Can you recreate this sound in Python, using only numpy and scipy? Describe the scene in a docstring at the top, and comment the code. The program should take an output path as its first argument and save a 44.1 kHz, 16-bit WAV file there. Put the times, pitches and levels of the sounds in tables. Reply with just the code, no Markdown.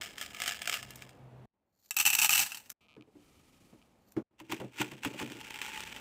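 """Hard wax beads are dug from a plastic bin with a steel scoop and poured into a steel bowl.
Each impact is a brief broadband pulse, coloured by the resonances of the vessel it excites.
Flat beads are scooped and poured; a lid creaks by stick-slip friction and knocks back; then the
scoop thrusts into round beads, jams and lifts them. All is heard close up, over faint room noise
and a passing hum, in four passages separated by short silences."""
import sys
import numpy as np
from scipy import signal
from scipy.fft import rfft, irfft, next_fast_len
from scipy.io import wavfile
from scipy.ndimage import uniform_filter1d

SR = 44100
rng = np.random.default_rng(int(sys.argv[2]) if len(sys.argv) > 2 else 0)


def unload_wav(signal):
    """Save mono or channel-first audio to the path in sys.argv[1] as 16-bit WAV at rate SR, clipped to [-1, 1]."""
    wavfile.write(
        sys.argv[1],
        SR,
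        np.round(np.clip(np.atleast_2d(signal).T, -1, 1) * 32767).astype(np.int16),
    )


N = 264776
TIME_S = np.arange(N) / SR
TOP_HZ = 15400

# loudest impacts among the flat beads: start_s, level_db (levels are relative within each table)
FLAT_IMPACTS = [(0.1815, -26.5), (0.2124, -20.5), (0.2264, -27), (0.2618, -29), (0.3466, -30),
                (0.4015, -21.5), (0.4189, -17), (0.4369, -22.5), (0.4604, -20.5), (0.4778, -15.5),
                (0.4914, -19.5), (0.5208, -24.5), (0.6185, -22.5), (0.6564, -26.5), (0.6744, -16.5),
                (0.6958, -16), (0.7282, -19.5), (0.7407, -18.5), (0.828, -27.5), (0.9058, -35.5),
                (1.0211, -31.5), (1.0919, -39)]
# pushes of the scoop: peak_s, level_db, build_s, settle_s
FLAT_PUSHES = [(.03, -39, 0.13, 0.041), (.225, -41.5, 0.032, 0.026), (.5, -35.5, 0.083, 0.044),
               (.735, -33, 0.045, 0.036), (1.02, -56, 0.43, 0.074)]
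# response of the bin of flat beads: frequency_hz, gain_db
FLAT_RESPONSE = [(100, -19), (450, -14.5), (700, -7), (1000, -16), (1300, -6.5), (2200, -4), (3200, 0),
                 (4300, -11.5), (5200, -14), (8000, -6), (10500, -17), (14500, -13)]
# its resonances: pitch_hz, width_hz, lift_db
FLAT_MODES = [(699, 34, 8), (1252, 120, 8.5), (1713, 77, 10), (2220, 280, 7.5), (2787, 38, 7),
              (3140, 250, 2.5), (5135, 430, 12.5), (7030, 460, 3.5)]
def scoop_flat_beads():
    """Impact excitation: the scoop drives flat beads together and the plastic bin filters each click."""
    loud = impacts(FLAT_IMPACTS, rise_s=.0002, decay_s=.0021,
                   tail_db=-15, tail_s=.011, ping_db=-13, ping_s=.004)
    small = tumble(strokes(FLAT_PUSHES), per_s=330, scatter_db=1, decay_s=.0012)
    return resonate(undb(-10) * loud + undb(-1.5) * small, FLAT_RESPONSE, FLAT_MODES)


# clumps landing in the bowl: start_s, level_db, landing_s
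CLUMPS = [(1.908, -29, 0), (1.9671, -24.5, 0.00023), (1.9867, -26, 0.004), (1.9989, -24, 0.015),
          (2.0526, -23.5, 0.0023), (2.0623, -21, .015), (2.102, -24, 0.0029), (2.1295, -26.5, 0.014),
          (2.15, -23.5, .011), (2.187, -23.5, 0.00073), (2.197, -24.5, 0.0033), (2.2165, -21.5, 0.017),
          (2.246, -21.5, 0.013), (2.293, -19, 0), (2.306, -24, 0.044), (2.328, -27.5, 0.016),
          (2.3518, -25.5, 0.019), (2.378, -22, 0.0024), (2.393, -23, 0.023), (2.413, -29.5, 0.017)]
# last stray beads hopping: start_s, level_db
STRAYS = [(2.4622, -23.5), (2.5187, -26), (2.5456, -26.5), (2.5715, -29.5), (2.601, -42), (2.6587, -47)]
# heap covering the bowl's floor: time_s, damped_fraction
HEAP_DAMPING = [(2.1, 0), (2.38, 0.18), (2.5, 0.6)]
# response of the steel bowl: frequency_hz, gain_db
BOWL_RESPONSE = [(40, -24), (110, -8), (250, -9.5), (520, -22.5), (850, 4), (1080, -8), (1400, -1),
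                 (2100, -1.5), (2700, 4), (3400, -4), (6000, -2.5), (8300, -1), (10000, -8.5),
                 (12500, -7.5), (15000, -4.5)]
# its resonances: pitch_hz, width_hz, lift_db
BOWL_RESONANCES = [(770, 30, 2.5), (1243, 46, 9.9), (1680, 33, 6.4), (2414, 270, 4.1), (2651, 110, 9.2),
                   (2970, 260, 8.2), (3740, 48, 8.2), (4250, 150, 6.6), (4570, 29, 4), (5630, 400, 6.7),
                   (6020, 170, 8.7), (7690, 540, 11), (8060, 45, 4.7), (9000, 44, 9.6), (9330, 120, 6.8),
                   (11300, 220, 13), (12600, 260, 15), (14600, 840, 10)]
def pour_into_bowl(build_s=.001, fall_s=.012, bounce_s=.073, full_clump_s=.02):
    """Damped resonance: falling clumps of beads ring the bowl, and the growing heap mutes its modes."""
    leaders = impacts([(s, db) for s, db, _ in CLUMPS], rise_s=.0012, decay_s=.0018,
                      tail_db=-20.5, tail_s=.012, ping_db=-9, ping_s=.006)
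    strays = impacts(STRAYS, rise_s=.001, decay_s=.002,
                     tail_db=-11, tail_s=.014, ping_db=-7.5, ping_s=.0077)
    landing_power = sum(envelope(s, db - 3, build_s, landing_s, fall_s) ** 2
                        for s, db, landing_s in CLUMPS if landing_s > 0)
    # the bigger the clump, the more beads go on bouncing
    bounce_power = sum(landing_s / full_clump_s * envelope(s, db - 17, build_s, landing_s, bounce_s) ** 2
                       for s, db, landing_s in CLUMPS)
    followers = tumble(np.sqrt(landing_power + bounce_power), per_s=700, scatter_db=2.5, decay_s=.0018)
    beads = leaders + undb(-11) * strays + followers
    damped = np.clip(np.interp(TIME_S, *np.transpose(HEAP_DAMPING)), 0, 1)
    ringing = resonate(beads, BOWL_RESPONSE, BOWL_RESONANCES)
    return (1 - damped) * ringing + damped * resonate(beads, BOWL_RESPONSE)


# loudest impacts among the round beads: start_s, level_db
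ROUND_IMPACTS = [(4.789, -32), (5.034, -25), (5.3198, -27), (5.4124, -29), (5.5069, -26), (5.5588, -28),
                 (5.6161, -18.5), (5.6482, -25), (5.6636, -24), (5.7372, -29.5), (5.7763, -25),
                 (5.805, -22), (5.9631, -27.5)]
# thrusts of the scoop, each ending in a jam: jam_s, level_db, build_s, trickle_s
ROUND_THRUSTS = [(4.4, -48, 0.0058, 0.12), (4.521, -31, 0.0096, 0.073), (4.6002, -47, 0.0039, 0.015),
                 (4.8145, -28.5, 0.022, 0.085), (4.917, -47, 0.0021, 0.2), (5.048, -30, 0.007, 0.16),
                 (5.199, -38.5, 0.011, 0.085), (5.214, -39.5, 0.0078, 0.31)]
# response of the bin of round beads: frequency_hz, gain_db
ROUND_RESPONSE = [(100, -12.5), (400, -7), (630, -23), (900, -2), (1100, -8), (1800, -2.5), (2500, 2),
                  (3200, -1), (4200, -11.5), (8000, -12), (10500, -21.5), (14500, -19)]
# its resonances: pitch_hz, width_hz, lift_db
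ROUND_MODES = [(857, 48, 9), (1416, 36, 6.7), (2420, 150, 1.4), (2740, 72, 2.3), (5880, 82, 3.6),
               (7750, 440, 2.6)]
def scoop_round_beads(crunch_s=.01):
    """Granular flow: round beads crunch and trickle at each thrust, then spill from the rising scoop."""
    loud = impacts(ROUND_IMPACTS, rise_s=.0001, decay_s=.0013,
                   tail_db=-23, tail_s=.036, ping_db=-11.5, ping_s=.0037)
    crunch = sum(envelope(s, db - 5, build_s, 0, crunch_s) for s, db, build_s, _ in ROUND_THRUSTS)
    trickle = undb(-19) * strokes(ROUND_THRUSTS)
    last_jam_s = ROUND_THRUSTS[-1][0]
    spill = envelope(5.63, -44.5, build_s=.25, hold_s=.14, settle_s=.32) * (TIME_S > last_jam_s)
    small = tumble(np.hypot(crunch + trickle, spill), per_s=700, scatter_db=5.5, decay_s=.0017)
    return resonate(undb(-12) * loud + small, ROUND_RESPONSE, ROUND_MODES)


# knocks on the bin: start_s, level_db, pitch_hz, decay_s
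BIN_KNOCKS = [(2.965, -41, 434, 0.01), (2.991, -50, 295, 0.027), (3.073, -53.5, 430, 0.011),
              (3.152, -48.5, 296.7, 0.028), (3.727, -43.5, 362, 0.0093), (4.165, -23.5, 318, 0.017),
              (4.408, -46, 313, 0.04), (4.492, -41, 323, 0.035), (4.526, -34.5, 323.5, 0.022),
              (4.602, -24.5, 319, 0.0071), (4.635, -33, 370, 0.0049), (4.798, -28, 314.5, 0.031),
              (4.921, -38, 290, 0.015), (5.054, -26.5, 298.4, 0.014), (5.142, -37, 555, 0.0054),
              (5.217, -28.5, 282, 0.015), (5.298, -41, 298, 0.012), (5.348, -40, 283, 0.016)]
# modes of the bin walls: pitch_ratio, level_db
BIN_WALL_MODES = [(.38, -13.5), (0.651, -27.5), (0.999, -1.5), (1.16, -8.5), (1.88, -22), (2.68, -24.5)]
# rumble of the load of beads: frequency_hz, gain_db
RUMBLE_RESPONSE = [(50, -27), (95, -21), (125, 0), (165, -8), (205, 0), (300, 1), (450, -6), (700, -16.5),
                   (950, -21), (1500, -27), (4000, -42), (15000, -56)]
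# hollow clack of the bin: frequency_hz, gain_db
CLACK_RESPONSE = [(200, -14.5), (500, -23.5), (700, -12.5), (950, -0.5), (1400, -12), (2500, -11),
                  (5000, -31.5), (15000, -37)]
def bin_knocks(swell_s=.0055, rumble_s=.02, clack_s=.0025):
    """Modal vibration: shoved by lid or scoop, the bin clacks, its walls ring and its load rumbles."""
    t = np.arange(SR // 4) / SR
    swell = 1 - np.exp(-t / swell_s)
    ring, rumble, clack = np.zeros((3, N))
    for s, db, pitch_hz, decay_s in BIN_KNOCKS:
        walls = np.zeros(len(t))
        for ratio, mode_db in BIN_WALL_MODES:
            detune, phase = rng.standard_normal(2)
            mode_hz = pitch_hz * ratio * (1 + .02 * detune)
            walls += undb(mode_db) * np.sin(2 * np.pi * mode_hz * t + np.pi * phase)
        add(ring, s, undb(db + 1.5) * swell * np.exp(-t / decay_s) * walls)
        add(rumble, s, undb(db - 4) * swell * np.exp(-t / rumble_s) * rng.standard_normal(len(t)))
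        add(clack, s, undb(db - 6) * swell * np.exp(-t / clack_s) * rng.standard_normal(len(t)))
    return ring + resonate(rumble, RUMBLE_RESPONSE) + resonate(clack, CLACK_RESPONSE)


def scoop_jams():
    """Granular jamming: beads lock with a crack, pass the push on to the bin and rumble as they shift."""
    stops = [(s, db) for s, db, _, _ in ROUND_THRUSTS]
    crack = impacts(stops, rise_s=.0001, decay_s=.0032,
                    tail_db=-31, tail_s=.0099, ping_db=-24, ping_s=.0037)
    push = impacts(stops, rise_s=.001, decay_s=.005, tail_db=-16, tail_s=.018, ping_db=-20, ping_s=.004)
    shifting = tumble(undb(-17) * strokes(ROUND_THRUSTS), per_s=130, scatter_db=4, decay_s=.0092)
    beads = undb(-2) * resonate(crack, ROUND_RESPONSE, ROUND_MODES)
    steel = undb(-17) * resonate(crack, STEEL_RESPONSE)
    clack = undb(-2) * resonate(push, CLACK_RESPONSE)
    return beads + steel + clack + resonate(shifting, RUMBLE_RESPONSE)


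# touches of the bare scoop: start_s, level_db
STEEL_TICKS = [(.9065, -46), (.9573, -44.5), (1.943, -48), (2.6958, -50), (2.701, -37), (2.7165, -47.5),
               (4.1205, -56.5)]
# light rubs past a rim: peak_s, level_db, build_s, settle_s
STEEL_RUBS = [(1.86, -66.5, 0.047, 0.042), (4.1, -72.5, 0.052, 0.047)]
# response of the steel scoop: frequency_hz, gain_db
STEEL_RESPONSE = [(300, -26.5), (1500, -5.5), (4500, -11), (6000, -1.5), (10500, -7), (13000, -1.5),
                  (15500, -8)]
# resonances of its rim: pitch_hz, width_hz, lift_db
STEEL_MODES = [(4360, 300, 20), (7050, 350, 10), (12200, 150, 12), (14400, 340, 14)]
def bare_scoop():
    """Hard contact: brief touches on steel give bright, dry ticks, and friction rings the scoop's rim."""
    ticks = impacts(STEEL_TICKS, rise_s=.001, decay_s=.0016,
                    tail_db=-20, tail_s=.011, ping_db=-15, ping_s=.003)
    rub = tumble(strokes(STEEL_RUBS), per_s=1100, scatter_db=8, decay_s=.002)
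    return resonate(ticks, STEEL_RESPONSE) + resonate(rub, STEEL_RESPONSE, STEEL_MODES)


# creaks of the hinge: start_s, length_s, level_db, initial_slips_per_s
HINGE_CREAKS = [(2.808, .063, -67.5, 280), (2.8846, .09, -61, 162), (3.0103, .016, -57, 92),
                (3.817, .012, -62.5, 125)]
# response to one slip: frequency_hz, gain_db
SLIP_RESPONSE = [(200, -12), (1200, -6), (1800, -24), (2400, 2), (4200, -6.5), (5200, -14), (15000, -32)]
# hiss of the freely moving lid: frequency_hz, gain_db
SLIDE_RESPONSE = [(300, 11.5), (650, -6), (900, -8), (1600, -10.5), (3000, -6.5), (4200, -7.5), (8000, -9),
                  (15000, -16.5)]
# resonances of the plastic lid: pitch_hz, width_hz, lift_db
LID_RESONANCES = [(1030, 50, 1.5), (1259, 53, 13.7), (2330, 420, 7.2), (3050, 140, 4.7)]
def lid(max_slips=40, jitter=.12, slowing_s=.11):
    """Stick-slip friction: the hinge snaps the lid in slowing pulses, then runs free with a soft hiss."""
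    slips = np.zeros(N)
    for start_s, length_s, db, slips_per_s in HINGE_CREAKS:
        age_s = 0
        for stretch in np.exp(jitter * rng.standard_normal(max_slips)):
            if age_s < length_s:
                add(slips, start_s + age_s, undb([db]))
                age_s += stretch * np.exp(age_s / slowing_s) / slips_per_s
    creak = undb(21) * resonate(slips, SLIP_RESPONSE, LID_RESONANCES)
    swing = envelope(3.234, -64.5, build_s=.096, hold_s=.45, settle_s=.25)
    slide = tumble(swing, per_s=720, scatter_db=2.5, decay_s=.00846)
    return creak + resonate(slide, SLIDE_RESPONSE, LID_RESONANCES)


def room_echo(sound, wet_db=-20, t60_s=.3, delay_s=.008):
    """Reverberation: dense reflections from the room follow the sound and decay exponentially."""
    t = np.arange(SR // 2) / SR
    echo = rng.standard_normal(len(t)) * np.exp(-np.log(1000) * t / t60_s) * (t > delay_s)
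    return undb(wet_db) * signal.fftconvolve(sound, echo / np.linalg.norm(echo))[:N]


def hum(pitch_hz=127):
    """Random modulation: a low tone wavers in level and pitch as its two quadrature parts wander."""
    knots = np.linspace(0, N, 130)
    in_phase = np.interp(np.arange(N), knots, rng.standard_normal(len(knots)))
    quadrature = np.interp(np.arange(N), knots, rng.standard_normal(len(knots)))
    phase = 2 * np.pi * pitch_hz * TIME_S
    level = envelope(.93, -59, build_s=.23, hold_s=.57, settle_s=.0093)
    return level * ((1 + in_phase) * np.sin(phase) + quadrature * np.cos(phase))


# spectrum of the room noise: frequency_hz, gain_db
ROOM_SPECTRUM = [(25, -23), (55, -6), (110, -7.5), (165, -10.5), (205, -5.5), (330, -11.5), (500, -12),
                 (850, -14.5), (1350, -24), (2700, -30.5), (5000, -42.5), (15000, -49.5)]
def room_noise():
    """Ambient noise: a steady random background with most of its power in the bass."""
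    return resonate(rng.standard_normal(N), ROOM_SPECTRUM)


def impacts(rows, rise_s, decay_s, tail_db, tail_s, ping_db, ping_s, ping_count=7):
    """Impact transients: each (start_s, level_db) contact gives a crack, short pings and a weak tail."""
    t = np.arange(SR // 8) / SR
    onset = slice(SR // 400)
    decay = np.hypot(np.exp(-t / decay_s), undb(tail_db) * np.exp(-t / tail_s))
    shape = decay * (1 - np.exp(-t / rise_s))
    fade = 1 - t / t[-1]
    out = np.zeros(N)
    for start_s, db in rows:
        # the place of contact decides which pitches ring
        pitches_hz = rng.uniform(900, TOP_HZ, (ping_count, 1))
        pings = undb(ping_db) * np.exp(-t / ping_s) * np.sin(2 * np.pi * pitches_hz * t).sum(axis=0)
        spectrum = rfft(shape * rng.standard_normal(len(t)))
        # a hard contact feeds all broad bands alike
        band_power = uniform_filter1d(np.abs(spectrum) ** 2, size=160)
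        crack = irfft(spectrum / np.sqrt(band_power), len(t))
        hit = crack / np.sqrt(np.mean(crack[onset] ** 2)) + pings
        add(out, start_s, undb(db) * hit * fade / np.sqrt(np.mean(hit[onset] ** 2)))
    return out


def tumble(level, per_s, scatter_db, decay_s):
    """Shot noise: small contacts of random timing and force add in energy and follow a given level."""
    touch = rng.random(N) < per_s / SR
    force = undb(scatter_db * np.clip(rng.standard_normal(N), -2, 2))
    energy = signal.lfilter([1], [1, -np.exp(-1 / (decay_s * SR))], touch * force ** 2) + 1e-9
    local_mean = np.abs(uniform_filter1d(energy, SR // 16)) + 1e-9
    return np.sqrt(energy / local_mean) * rng.standard_normal(N) * level


def resonate(excitation, response, modes=()):
    """Linear filtering: a broad response with resonance peaks on it, scaled to unit power gain."""
    n = 2 * next_fast_len(N // 2 + SR // 10)
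    hz = np.arange(n // 2 + 1) * SR / n
    knots_hz, knots_db = np.transpose(response)
    gain = undb(np.interp(np.log(hz + 1), np.log(knots_hz), knots_db))
    for pitch_hz, width_hz, lift_db in modes:
        detuning = 2 * (hz - pitch_hz) / width_hz
        gain *= np.sqrt(1 + (undb(lift_db) ** 2 - 1) / (1 + detuning ** 2))
    gain /= np.sqrt(np.mean(gain ** 2 * (hz < TOP_HZ)))
    # minimum phase: the ringing follows the strike
    cepstrum = irfft(np.log(gain))
    cepstrum[1:n // 2] *= 2
    cepstrum[n // 2 + 1:] = 0
    return irfft(rfft(excitation, n) * np.exp(rfft(cepstrum)))[:N]


def envelope(peak_s, level_db, build_s, hold_s, settle_s):
    """Exponential growth and decay: a gain reaches its level at peak_s, holds, then dies away."""
    t = TIME_S - peak_s
    early, late = np.maximum(-t, 0), np.maximum(t - hold_s, 0)
    return undb(level_db) * np.exp(-np.minimum(early / build_s + late / settle_s, 30))


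def strokes(rows):
    """Summed envelopes: each stroke swells and at once settles."""
    return sum(envelope(s, db, build_s, 0, settle_s) for s, db, build_s, settle_s in rows)


def undb(db):
    """Decibels to amplitude ratio."""
    return 10 ** (np.asarray(db) / 20)


def add(out, start_s, sound):
    """Superposition: mix a sound in at start_s."""
    i = int(np.clip(start_s * SR, 0, N - 1))
    out[i:i + len(sound)] += sound[:N - i]


# audible passages and their room noise: start_s, end_s, noise_start_db, noise_end_db
PASSAGES = [(0, 1.459, -59.5, -57.5), (1.534, 2.729, -86.5, -68), (2.807, 4.228, -73, -68),
            (4.308, 6.079, -76.5, -55.5)]
def scene(fade_s=.003):
    """Superposition: all sources sound in four gated passages, each with its own level of room noise."""
    beads = scoop_flat_beads() + pour_into_bowl() + scoop_round_beads()
    direct = beads + bare_scoop() + lid() + bin_knocks() + scoop_jams()
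    sound = direct + room_echo(direct) + hum()
    noise = room_noise()
    out = undb(-97.5) * noise
    for start_s, end_s, start_db, end_db in PASSAGES:
        gate = np.clip(np.minimum(TIME_S - start_s, end_s - TIME_S) / fade_s, 0, 1)
        noise_gain = undb(np.interp(TIME_S, [start_s, end_s], [start_db, end_db]))
        out += gate * (sound + noise_gain * noise)
    return out[None]


def record(dry):
    """Band limiting: the microphone drops the deepest bass and the highest treble."""
    high_pass = signal.butter(2, 35, "high", fs=SR, output="sos")
    low_pass = signal.ellip(8, .2, 70, TOP_HZ, fs=SR, output="sos")
    return signal.sosfilt(low_pass, signal.sosfilt(high_pass, dry))


dry = scene()
out = record(dry)
unload_wav(out)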